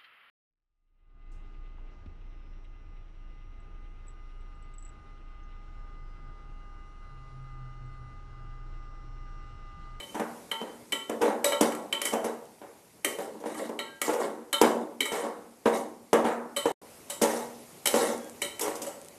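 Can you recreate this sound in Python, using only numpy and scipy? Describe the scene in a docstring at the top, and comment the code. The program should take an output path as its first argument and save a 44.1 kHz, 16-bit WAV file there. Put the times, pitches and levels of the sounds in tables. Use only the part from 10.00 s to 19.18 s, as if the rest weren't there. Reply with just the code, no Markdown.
"""A flat metal spoon stirs frying vegetables in a thick aluminium pot on a stove.
It knocks the base with a hollow thump, clinks on the ringing wall and drags over the bottom,
where stick-slip clicks shake the pot. A hard-walled kitchen echoes it all. Underneath, oil fizzes
and spits quietly, and a faint thin tone comes and goes twice. Near 6.7 s the sound drops out
for a tenth of a second and comes back at a lower gain."""
import sys
import numpy as np
from scipy import signal
from scipy.fft import rfft, irfft, next_fast_len
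from scipy.io import wavfile
from scipy.ndimage import uniform_filter1d

SR = 44100
rng = np.random.default_rng(int(sys.argv[2]) if len(sys.argv) > 2 else 0)


def wav_out(sig):
    """Save sig, one row per channel (or a flat mono array), as 16-bit PCM at SR to the path in sys.argv[1]."""
    wavfile.write(sys.argv[1], SR, np.round(np.clip(np.atleast_2d(sig).T, -1, 1) * 32767).astype(np.int16))


N = 404830


def gain_of(db):
    """dB to gain."""
    return 10 ** (np.asarray(db) / 20)


def unit_rms(x):
    """Scales x to rms 1."""
    return x / np.sqrt(np.mean(x ** 2) + 1e-20)


def curve_at(points, hz):
    """Reads a curve on a log-frequency axis."""
    f, value = np.transpose(points)
    return np.interp(np.log(hz + 1), np.log(f + 1), value)


def fader(points):
    """A gain ride through points of seconds and dB."""
    return gain_of(np.interp(np.arange(N) / SR, *np.transpose(points)))


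def add(mix, start, sound):
    """Mixes a sound in at a start time in seconds."""
    part = mix[round(start * SR):][:len(sound)]
    part += sound[:len(part)]


def coloured(x, eq):
    """Shapes x with an EQ curve of Hz and dB."""
    size = next_fast_len(len(x))
    gains = gain_of(curve_at(eq, np.fft.rfftfreq(size, 1 / SR)))
    return irfft(rfft(x, size) * gains, size)[:len(x)]


def bands(x, edges_hz=(), low_cut_hz=195):
    """Splits x into bands above a low cut, under which the pot radiates little."""
    cuts = [low_cut_hz, *edges_hz, None]
    out = []
    for lo, hi in zip(cuts, cuts[1:]):
        part = signal.sosfilt(signal.butter(4, lo, "high", fs=SR, output="sos"), x)
        out.append(signal.sosfilt(signal.butter(4, hi, fs=SR, output="sos"), part) if hi else part)
    return out


def decaying(x, t60s, ring_scale=1):
    """Lets every frequency of x die at its own speed."""
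    hz, t, spectrum = signal.stft(x, SR, nperseg=256)
    decay = gain_of(-60 * t / (ring_scale * curve_at(t60s, hz)[:, None]))
    return signal.istft(spectrum * decay, SR, nperseg=256)[1][:len(x)]


def patchy(x, depth_db, bins, frames):
    """Makes the spectrum swell and sink in random patches; returns rms 1."""
    spectrum = signal.stft(x, SR, nperseg=512)[2]
    patches = uniform_filter1d(rng.standard_normal(spectrum.shape), bins, 0)
    patches = unit_rms(uniform_filter1d(patches, frames, 1))
    return unit_rms(signal.istft(spectrum * gain_of(depth_db * patches), SR, nperseg=512)[1][:len(x)])


def grit(per_s, spread_db):
    """A bed of clicks of random sign and very uneven size."""
    hit, size, sign = rng.random((N, 3)).T
    return (hit < per_s / SR) * gain_of(-spread_db * np.log(size + 0.02)) * np.sign(sign - .5)


def modes(table, length, ring_scale, spread_db=0):
    """Dying sines; the place of contact shifts each mode's level and detunes it a little."""
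    t = np.arange(length) / SR
    hz, db, t60 = np.transpose(table)[:, :, None]
    place, phase, detune = rng.standard_normal((len(table), 3)).T[:, :, None]
    level = gain_of(db + spread_db * place - 60 * t / (ring_scale * np.clip(t60, .03, .9)))
    hz = hz * (1 + .0015 * detune)
    return (level * np.sin(2 * np.pi * hz * t + 0.49 * phase)).sum(0)


# The room's decay. Each row: frequency in Hz, t60 in seconds.
KITCHEN_T60 = [(120, 1), (330, 0.47), (870, 0.65), (2300, 0.42), (6000, 0.44), (12000, 0.37)]
def kitchen_echo(x):
    """Hard walls return sparse echoes of random sign, each band dying at its own speed."""
    taps = np.zeros(SR)
    slots = np.arange(180, SR - 20, 20)
    taps[slots + rng.integers(0, 20, len(slots))] = rng.choice([-1., 1.], len(slots))
    tail = decaying(taps, KITCHEN_T60)
    return signal.fftconvolve(x, tail / np.linalg.norm(tail))[:N]


# Faint tones. 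Each row: start in seconds, length in seconds, pitch in Hz, level in dB.
THIN_TONES = [(3.84, 0.18, 1600, -60), (8.17, 0.17, 1610, -58), (8.168, 0.15, 3350, -62)]
def thin_tones():
    """Each sine wavers a little under a smooth swell."""
    out = np.zeros(N)
    for start, seconds, hz, db in THIN_TONES:
        length = round(seconds * SR)
        waver = 1 + 0.0018 * unit_rms(uniform_filter1d(rng.standard_normal(SR // 4), 600))[:length]
        swell = gain_of(db) * np.hanning(length) ** .5
        add(out, start, swell * np.sin(2 * np.pi * hz * np.cumsum(waver) / SR))
    return out


# The colour of the fizz. Each row: frequency in Hz, level in dB.
FIZZ_EQ = [(18, -71.5), (30, -14), (104, 0.5), (134, 2), (441, 3.5), (1210, -6), (1450, -8), (1570, -10.5),
           (2140, -7.5), (3150, -12.5), (11200, -9), (13400, -14.5), (14500, -21.5)]
# The ride on fizz and crackle. Each row: time in seconds, level in dB.
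FRYING_FADER = [(0, -61.5), (1, -66.5), (2.698, -68.5), (4.4, -70), (5.5, -69.5), (6.5, -70), (6.9, -53.5),
                (7.7, -53), (8.35, -53), (9.18, -55.5)]
# Spits that poke out of the fizz. Each row: start in seconds, level in dB.
OIL_SPITS = [(2.4553, -49), (8.1794, -28), (8.2454, -32), (8.297, -28), (9.016, -31), (9.048, -34),
             (9.06, -36), (9.0855, -27.5)]
def frying():
    """Tiny bubbles in the oil make a patchy fizz, a fine crackle and a few louder spits."""
    fizz = patchy(coloured(rng.standard_normal(N), FIZZ_EQ), 1.6, bins=5, frames=6)
    t = np.arange(200) / SR
    pop = np.sin(2 * np.pi * 8500 * t) * np.exp(-t / 0.00015)
    pop /= abs(pop).max()
    crackle = unit_rms(signal.oaconvolve(grit(per_s=280, spread_db=1.9), pop)[:N])
    out = fader(FRYING_FADER) * (fizz + gain_of(-23) * crackle)
    for start, db in OIL_SPITS:
        add(out, start, gain_of(db) * pop)
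    return out


# The ring of the base, the wall (grouped in families of close neighbours) and the spoon.
# Each row: frequency in Hz, level in dB, t60 in seconds before scaling.
BASE_MODES = [(238, -2, .6), (314, -2, .4), (380, -8, .3), (425, -7, .35), (480, 0, .5), (515, -6, .45),
              (567, -3, .55), (690, -13, .35), (785, -13, .3), (873, -10, .3), (966, -14, .35)]
WALL_FAMILIES = [
    [(516, -5.5, 0.37), (571.4, 3.5, 0.51)],
    [(904, 0.5, 0.73), (1002, 1.5, 0.14), (1110, -1, 0.53)],
    [(1213, 10.5, 0.18), (1350, 0.5, 0.87)],
    [(1640, -9.5, 0.22)],
    [(1880, -6.5, 0.29), (1952, 2.5, 0.43), (2018, -2, 0.14)],
    [(2190, 3.5, 0.14), (2254, -4, 0.17), (2270, 13.5, 0.053)],
    [(2926, 2.5, 0.11), (2934, -2.5, 0.18)],
    [(3036, -4, .3), (3066, 0, .32)],
    [(3700, -5, .4), (3822, -2, .4), (3862, 0, .35), (3930, -6, .2)],
    [(3985, -8, .15), (4107, 0, .27), (4320, -12, .25)],
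    [(5260, -21, 0.099), (5460, -13.5, 0.17), (5180, -13.5, .15)],
]
SPOON_MODES = [(5200, -34, 0.6), (6770, -3.5, 0.12), (7350, -17, 0.9), (7060, -2, 0.065), (7600, 2, 0.033),
               (7810, 11.5, 0.11), (9400, -5, 0.42), (8500, -10.5, 0.76), (9460, -25, 0.14),
               (9100, -13, 0.057), (9900, -15, 0.37), (10900, -19, 0.166), (11340, -11, 0.29),
               (12620, -24, .3)]
# The wash of the pot's countless weak modes, and the rasp of the spoon's edge.
# Each row: frequency in Hz, level in dB.
WASH_EQ = [(35, -79.5), (60, -66.5), (222, -14), (403, -3), (485, -5.5), (638, -5), (1190, -17),
           (2470, -24.5), (10000, -36), (13200, -39.5), (14500, -71)]
RASP_EQ = [(1760, -9), (3000, -15), (4140, -6), (8950, -1), (11500, -6.5), (13600, -12.5), (14200, -15),
           (14500, -41)]
def drag_layers():
    """Stick-slip clicks drive the damped pot: boom, rumble, grind and rasp, each at rms 1."""
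    slips = unit_rms(grit(per_s=700, spread_db=3.2)) + .5 * rng.standard_normal(N)
    base = signal.oaconvolve(slips, modes(BASE_MODES, SR // 4, ring_scale=0.94))[:N]
    wall = signal.oaconvolve(slips, modes(sum(WALL_FAMILIES, []), SR // 4, ring_scale=0.15))[:N]
    body = 1.04 * unit_rms(base) + 0.37 * unit_rms(wall) + unit_rms(coloured(slips, WASH_EQ))
    boom, rumble, grind = bands(body, edges_hz=(400, 1100, 4800))[:3]
    edge = unit_rms(grit(per_s=4000, spread_db=3.5)) + 0.47 * rng.standard_normal(N)
    spoon = signal.oaconvolve(slips, modes(SPOON_MODES, SR // 8, ring_scale=0.037))[:N]
    rasp = unit_rms(coloured(edge, RASP_EQ)) + 0.27 * unit_rms(spoon)
    # the edge catches on scraps of food, so the colour keeps changing
    grind = patchy(grind, 3.2, bins=5, frames=3)
    rasp = patchy(rasp, 2.8, bins=12, frames=4)
    rumble = patchy(rumble, 3.6, bins=2, frames=6)
    return np.array([unit_rms(boom), rumble, grind, rasp])


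# How fast a push lets go, in dB per second, for boom, rumble, grind and rasp.
PUSH_RELEASES = [97, 127.4, 184, 192]
# Pushes over the bottom. Each row: start and hold in seconds, then pressure, boom and rasp in dB.
PUSHES = [(0.158, 0.073, -37, -38.5, -55), (0.597, 0.01, -37.5, -39, -66), (1.1, 0.011, -32, -35.5, -56),
          (1.207, 0.089, -22, -26, -43.5), (1.607, 0.014, -21, -30, -31.5),
          (1.776, 0.24, -40.5, -42, -70.5), (2.036, 0.034, -40, -48.5, -36.5), (2.119, 0.01, -25, -28, -56),
          (2.236, 0.013, -31, -56.5, -43.5), (2.62, 0.029, -44.5, -64.5, -80),
          (3.041, 0.069, -34.5, -40, -45), (3.183, 0.056, -34, -37, -47.5), (3.327, 0.017, -52, -47, -64),
          (3.447, 0.077, -37, -38, -48), (3.561, 0.082, -32, -34, -45), (3.71, 0.021, -40.5, -54, -99),
          (4.036, 0.032, -36, -42, -35.5), (4.078, 0.019, -24.5, -46, -54.5),
          (4.192, 0.026, -26.5, -29, -40.5), (4.617, 0.038, -18, -21.5, -37.5),
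          (4.794, 0.031, -44, -48, -66), (5.121, 0.086, -27.5, -39, -41), (5.22, 0.039, -29, -32.5, -55.5),
          (5.652, 0.0073, -19.5, -27, -37.5), (5.729, 0.029, -33.5, -37, -40),
          (6.131, .03, -19.5, -26, -45.5), (6.246, 0.04, -31, -34, -44.5), (6.65, 0.049, -26, -33, -43),
          (7.211, 0.027, -17.5, -31, -21.5), (7.289, 0.14, -26.5, -40, -31), (7.88, 0.035, -23, -45, -28.5),
          (7.942, 0.17, -14, -17, -22), (8.614, 0.078, -20.5, -31.5, -29), (8.814, 0.038, -29.5, -37, -40)]
def spoon_drags(attack_s=0.022, sag_db_per_s=59.5):
    """Each push rises, sags as it holds, and lets go; its pressure sets the rumble."""
    envelopes, t = np.zeros((4, N)), np.arange(0, .8, 1 / SR)
    for start, hold, pressure_db, boom_db, rasp_db in PUSHES:
        grind_db = pressure_db + 0.47 * (rasp_db - pressure_db) - 5.5  # follows pressure and rasp
        held = np.minimum(t / attack_s, 1) * gain_of(-sag_db_per_s * np.minimum(t, hold))
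        levels_db = boom_db, pressure_db, grind_db, rasp_db
        for envelope, db, release in zip(envelopes, levels_db, PUSH_RELEASES):
            add(envelope, start, held * gain_of(db - release * np.maximum(t - hold, 0)))
    return (envelopes * drag_layers()).sum(0)


def struck(layers, levels_db, contact_ms):
    """Balances a hit's layers by their first 20 ms; the force builds up during the contact."""
    early = round(.02 * SR)
    sound = sum(gain_of(db) * layer / np.std(layer[:early]) for db, layer in zip(levels_db, layers))
    t = np.arange(len(sound)) / SR
    attack = np.minimum(t * 1000 / max(contact_ms, .3), 1)
    fade_out = np.minimum(20 * (t[-1] - t), 1)
    return sound * attack * fade_out


# The noisy part of the spoon's tick. Each row: frequency in Hz, level in dB.
TICK_EQ = [(470, -26), (800, -6), (2560, -12.5), (3070, -2.5), (3470, -15), (4060, -12), (4810, -12),
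           (10200, -5.5), (14500, -12.5)]
# The mix of the wall's families. Each row: trim in dB, then how far that family follows
# the hum, clank, bell and high ring settings.
FAMILY_MIX = [(-3, 0.93, 0, 0.0037, 0.045), (-0.5, 0.1, 1, 0.031, 0.07), (-6, 0, 0.9, 0.16, 0),
              (-11, 0, 0.95, 0.14, 0), (-21.5, 0.082, 0.066, 0, 0), (-20.5, 0.0038, 0, 0, 0),
              (-12.5, 0.27, 0.094, .45, 0.074), (-1.5, 0.015, 0.018, 1, 0.038), (-3.5, 0.1, 0, 0, 0.92),
              (1, 0.046, 0.23, 0.038, 0.99), (-19, 0.33, 0.52, 0.61, 0.65)]
def clink(free_s, strength_db, hum_db, clank_db, bell_db, high_db, tick_db, ring_scale, contact_ms):
    """The spoon's edge sets the wall ringing, with a dull thud and a bright tick."""
    length = round(.4 * SR)
    t = np.arange(length) / SR
    noise, flutter = rng.standard_normal((length, 2)).T
    tick_decay = np.exp(-t / 0.0029) + 0.27 * np.exp(-t / (0.034 * ring_scale))
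    tick = unit_rms(coloured(noise, TICK_EQ)) * tick_decay
    tick += gain_of(-11) * modes(SPOON_MODES, length, .5 * ring_scale, spread_db=4.5)
    thud = bands(coloured(noise, WASH_EQ), edges_hz=[400])[0] * np.exp(-t / 0.024)
    # the ring drops fast while the spoon still touches, and is choked after free_s
    choke = (1 + 0.6 * np.exp(-t / 0.017)) * gain_of(-350 * np.maximum(t - free_s, 0))
    rough = 1 + 0.45 * unit_rms(uniform_filter1d(flutter, 250))  # food on the wall roughens the ring
    rings = [modes(family, length, ring_scale, spread_db=3.3) * choke * np.roll(rough, 999 * k)
             for k, family in enumerate(WALL_FAMILIES)]
    rings_db = np.dot(FAMILY_MIX, [1, hum_db, clank_db, bell_db, high_db])
    return struck([thud, *rings, tick], strength_db + np.array([-29, *rings_db, tick_db]), contact_ms)


# Hits on the wall. Each row: start in seconds, strength in dB, trims in dB for low hum, clank, bell,
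# high ring and tick, ring length as a factor, contact in ms.
WALL_CLINKS = [(.001, -32, -20, -23, -13, -25.5, -24, .99, 0.34),
               (.514, -21.5, -29, -19, -7.5, -24, -21, 0.46, 2.8),
               (.921, -14.5, -32, -30, -14, -28, -20, 0.56, 3.7),
               (1.443, -17, -8.5, -21.5, -27, -21, -9.5, .99, 2.5),
               (1.52, -19.5, -12, -15.5, -14, -28.5, -20.5, 0.72, 2.9),
               (1.721, -28, -39, -12, -23, -37, -20, .32, 1.9),
               (1.749, -32, -32, -14, -32, -47, -15, 0.27, 1.7),
               (1.926, -18.5, -27, -22.5, -9.5, -28, -20, 0.4, 1.2),
               (2.016, -19.5, -24, -29, -18, -26.5, -15.5, 0.33, 1.3),
               (2.052, -17.5, -30, -26, -23, -54, -13.5, 0.87, 3),
               (3.046, -9.5, -25.5, -33.5, -27, -41, -18.5, 0.3, 2.5),
               (3.544, -31.5, -28, -15, -24, -41, -18.5, 0.88, 3.7),
               (3.79, -18.5, -24, -25.5, -19.5, -24, -25, 0.58, 2.1),
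               (4.015, -16.5, -26, -21, -38, -44, -14, 0.36, 2.5),
               (4.528, -17.5, -22, -18, -9, -18.5, -14, 0.56, 2.8),
               (5.005, -12, -36, -36.5, -16, -24, -21.5, 0.55, 2.1),
               (5.053, -21.5, -23, -22, -17.5, -25.5, -15.5, 0.88, 4.1),
               (6.563, -17, -15.5, -23.5, -11.5, -22.5, -12, 0.66, 8),
               (7.098, -26.5, -8, -19.5, -12.5, -16, 1.5, 0.91, 5.7),
               (7.856, -7.5, -20.5, -30.5, -11, -21.5, -5, 0.25, 5.4),
               (7.871, -16, -10, -19, -30, -13, 1.7, 0.24, 3.1),
               (8.417, -7.5, -25.5, -35, -21, -22.5, -16, 0.8, 3.9),
               (8.594, -17, -30, -25, -37, -43, -11, .53, 2.1),
               (8.864, -31, 4.5, -15, -19, -30, -1.5, 1, 6.2)]
def wall_clinks(landing_times):
    """The wall rings after each clink until the spoon next lands on the base."""
    out, landings = np.zeros(N), np.array([*landing_times, N / SR])
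    for start, *settings in WALL_CLINKS:
        free_s = landings[landings > start][0] - start
        add(out, start, clink(free_s, *settings))
    return out


# Crossovers in Hz that split a knock into boom, four hollow bands, two clack bands and tick.
KNOCK_CROSSOVERS = [275, 350, 450, 540, 640, 1100, 4800]
# Trims in dB for the lower and the upper clack band.
CLACK_TRIMS = [-11, -20]
def knock(strength_db, pitch_hz, boom_db, tick_db, outer_db, ring_scale, contact_ms):
    """The base's modes ring over a wash of weak ones and a short crack, balanced band by band."""
    hollow_hz = np.sqrt(np.multiply(KNOCK_CROSSOVERS[:4], KNOCK_CROSSOVERS[1:5]))
    octaves = np.log2(hollow_hz / pitch_hz)
    hollow_db = -10.5 - np.maximum(22 * octaves, -16.5 * octaves)  # rolls off either side of the pitch
    hollow_db[[0, -1]] += outer_db
    levels_db = strength_db + np.array([boom_db, *hollow_db, *CLACK_TRIMS, tick_db])
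    length = round(.4 * SR)
    t = np.arange(length) / SR
    wash = base_wash(t, ring_scale)
    ring = modes(BASE_MODES, length, .95 * ring_scale, spread_db=1.5) * (1 + .6 * np.exp(-t / .01))
    body = struck(bands(wash + gain_of(8) * ring, KNOCK_CROSSOVERS), levels_db, contact_ms)
    # the base dents and springs back
    punch = bands(np.sin(2 * np.pi * 520 * t) * np.exp(-t / 0.0027))[0]
    hardness = 2.46 / max(contact_ms, 1.5)
    return body + hardness * gain_of(strength_db - 7) * punch


# The decay of the weak modes. Each row: frequency in Hz, t60 in seconds before scaling.
WASH_T60 = [(150, 0.5), (500, 0.83), (1500, 0.83), (4000, 0.022), (9000, 0.15)]
def base_wash(t, ring_scale):
    """A knock wakes all the weak modes at once: a short crack, then a dying wash."""
    noise = unit_rms(coloured(rng.standard_normal(len(t)), WASH_EQ))
    crack = 2 * noise * np.exp(-t / 0.00046)
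    return crack + decaying(noise, WASH_T60, ring_scale)


# Hits on the base. Each row: start in seconds, strength in dB, hollow pitch in Hz, trims in dB for
# boom, tick and the outer two hollow bands, ring length as a factor, contact in ms.
BASE_KNOCKS = [(.145, -20, 432, -19.5, -28, 4, 0.74, 6.4), (.196, -15.5, 430, -16, -34, 1.5, 0.49, 2.9),
               (.615, -26, 440, -13.5, -32, -1, 0.84, 0.73), (1.095, -19.5, 418, -30, -20, -5, 0.27, 4.2),
               (1.214, -13.5, 540, -23.5, -27, -5, 0.86, 4.5), (1.609, -10, 388, -32, -13.5, 2, 0.34, 3.1),
               (2.13, -16, 514, -18.5, -20.5, -8, 0.51, 7.5), (2.243, -19, 430, -26, -17, 0.5, 0.6, 3.2),
               (2.616, -33.5, 432, -21, -48, 0, 0.78, 1.7), (3.186, -23, 493, -17, -23, 3.5, 0.28, 3.3),
               (3.401, -37, 392, -32, -23, -6, 1.3, 3.2), (3.439, -29.5, 386, -22, -38, -9, 0.33, 0.82),
               (3.458, -24.5, 383, -21, -32, 2, 0.63, 2.4), (3.692, -26, 392, -32, -27, 0, 0.2, 3.4),
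               (4.08, -20.5, 493, -28, -38, -6, .4, 2.5), (4.093, -15.5, 494, -29, -41, -7, 0.35, 3.7),
               (4.13, -22.5, 484, -22, -22.5, -2, 1.4, 5.8), (4.614, -5.5, 512, -25.5, -20, -10, 0.45, 2),
               (5.118, -16.5, 471, -21.5, -24, -0.5, 1.17, 3.8),
               (5.657, -5.5, 489, -30, -31.5, 0.5, 0.28, 4.9), (6.13, -5, 440, -23, -25.5, -3, 0.43, 2.8),
               (6.242, -10.5, 450, -18, -36, 4, 0.82, 8.4), (6.656, -10, 485, -26, -26, -2, 0.24, 3.3),
               (7.215, -1.2, 510, -16, -12.5, -23, 0.88, 5.7), (7.929, -19, 497, -43, -29, -9, .52, 1.1),
               (7.941, -6.5, 482, -28, -24, 8, 0.91, 0.56), (8.609, -13.5, 480, -24, -6.5, -6, 0.89, 5.9),
               (8.68, -15, 470, -32.5, -27, 1.5, 0.57, 0.69), (8.754, -24.5, 531, -20, -12, -9, 1.2, 1.1),
               (8.817, -23.5, 394, -26, -7.5, 4, 0.9, 3.3)]
def base_knocks(jolt_period_s=.009):
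    """Two tracks: the spoon landing on the base, and the stove top's low jolt under each knock."""
    knocks, jolts = np.zeros((2, N))
    cycles = np.arange(0, 6, 1 / (jolt_period_s * SR))
    jolt = np.sin(2 * np.pi * cycles) * np.exp(-cycles)
    for start, strength_db, *settings in BASE_KNOCKS:
        add(knocks, start, knock(strength_db, *settings))
        add(jolts, start, gain_of(strength_db - 42) * jolt)
    return knocks, jolts


def scene():
    """Mono mix: the spoon in the pot and its echo, over dry jolts, frying and tones."""
    clinks = wall_clinks(landing_times=[row[0] for row in BASE_KNOCKS])
    knocks, jolts = base_knocks()
    drags = spoon_drags()
    direct = gain_of(-6.5) * (knocks + clinks) + gain_of(-11.5) * drags
    echo_send = gain_of(-13) * knocks + gain_of(-11) * clinks + gain_of(-20.5) * drags
    pot = bands(direct + kitchen_echo(echo_send))[0]  # low cut only
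    return (pot + jolts + frying() + thin_tones())[None]


# The master ride, 9 dB lower after the dropout than before. Each row: time in seconds, gain in dB.
DROPOUT_FADER = [(6.72, 10.5), (6.72, -13), (6.739, -19), (6.75, -80), (6.811, -90), (6.817, 1.5)]
def record(dry, high_cut_hz=14100):
    """The sound drops out once, and a steep low-pass takes off the top."""
    low_pass = signal.firwin(511, high_cut_hz, window=("kaiser", 9), fs=SR)
    return signal.oaconvolve(dry * fader(DROPOUT_FADER), low_pass[None], "same")


dry = scene()
out = record(dry)
wav_out(out)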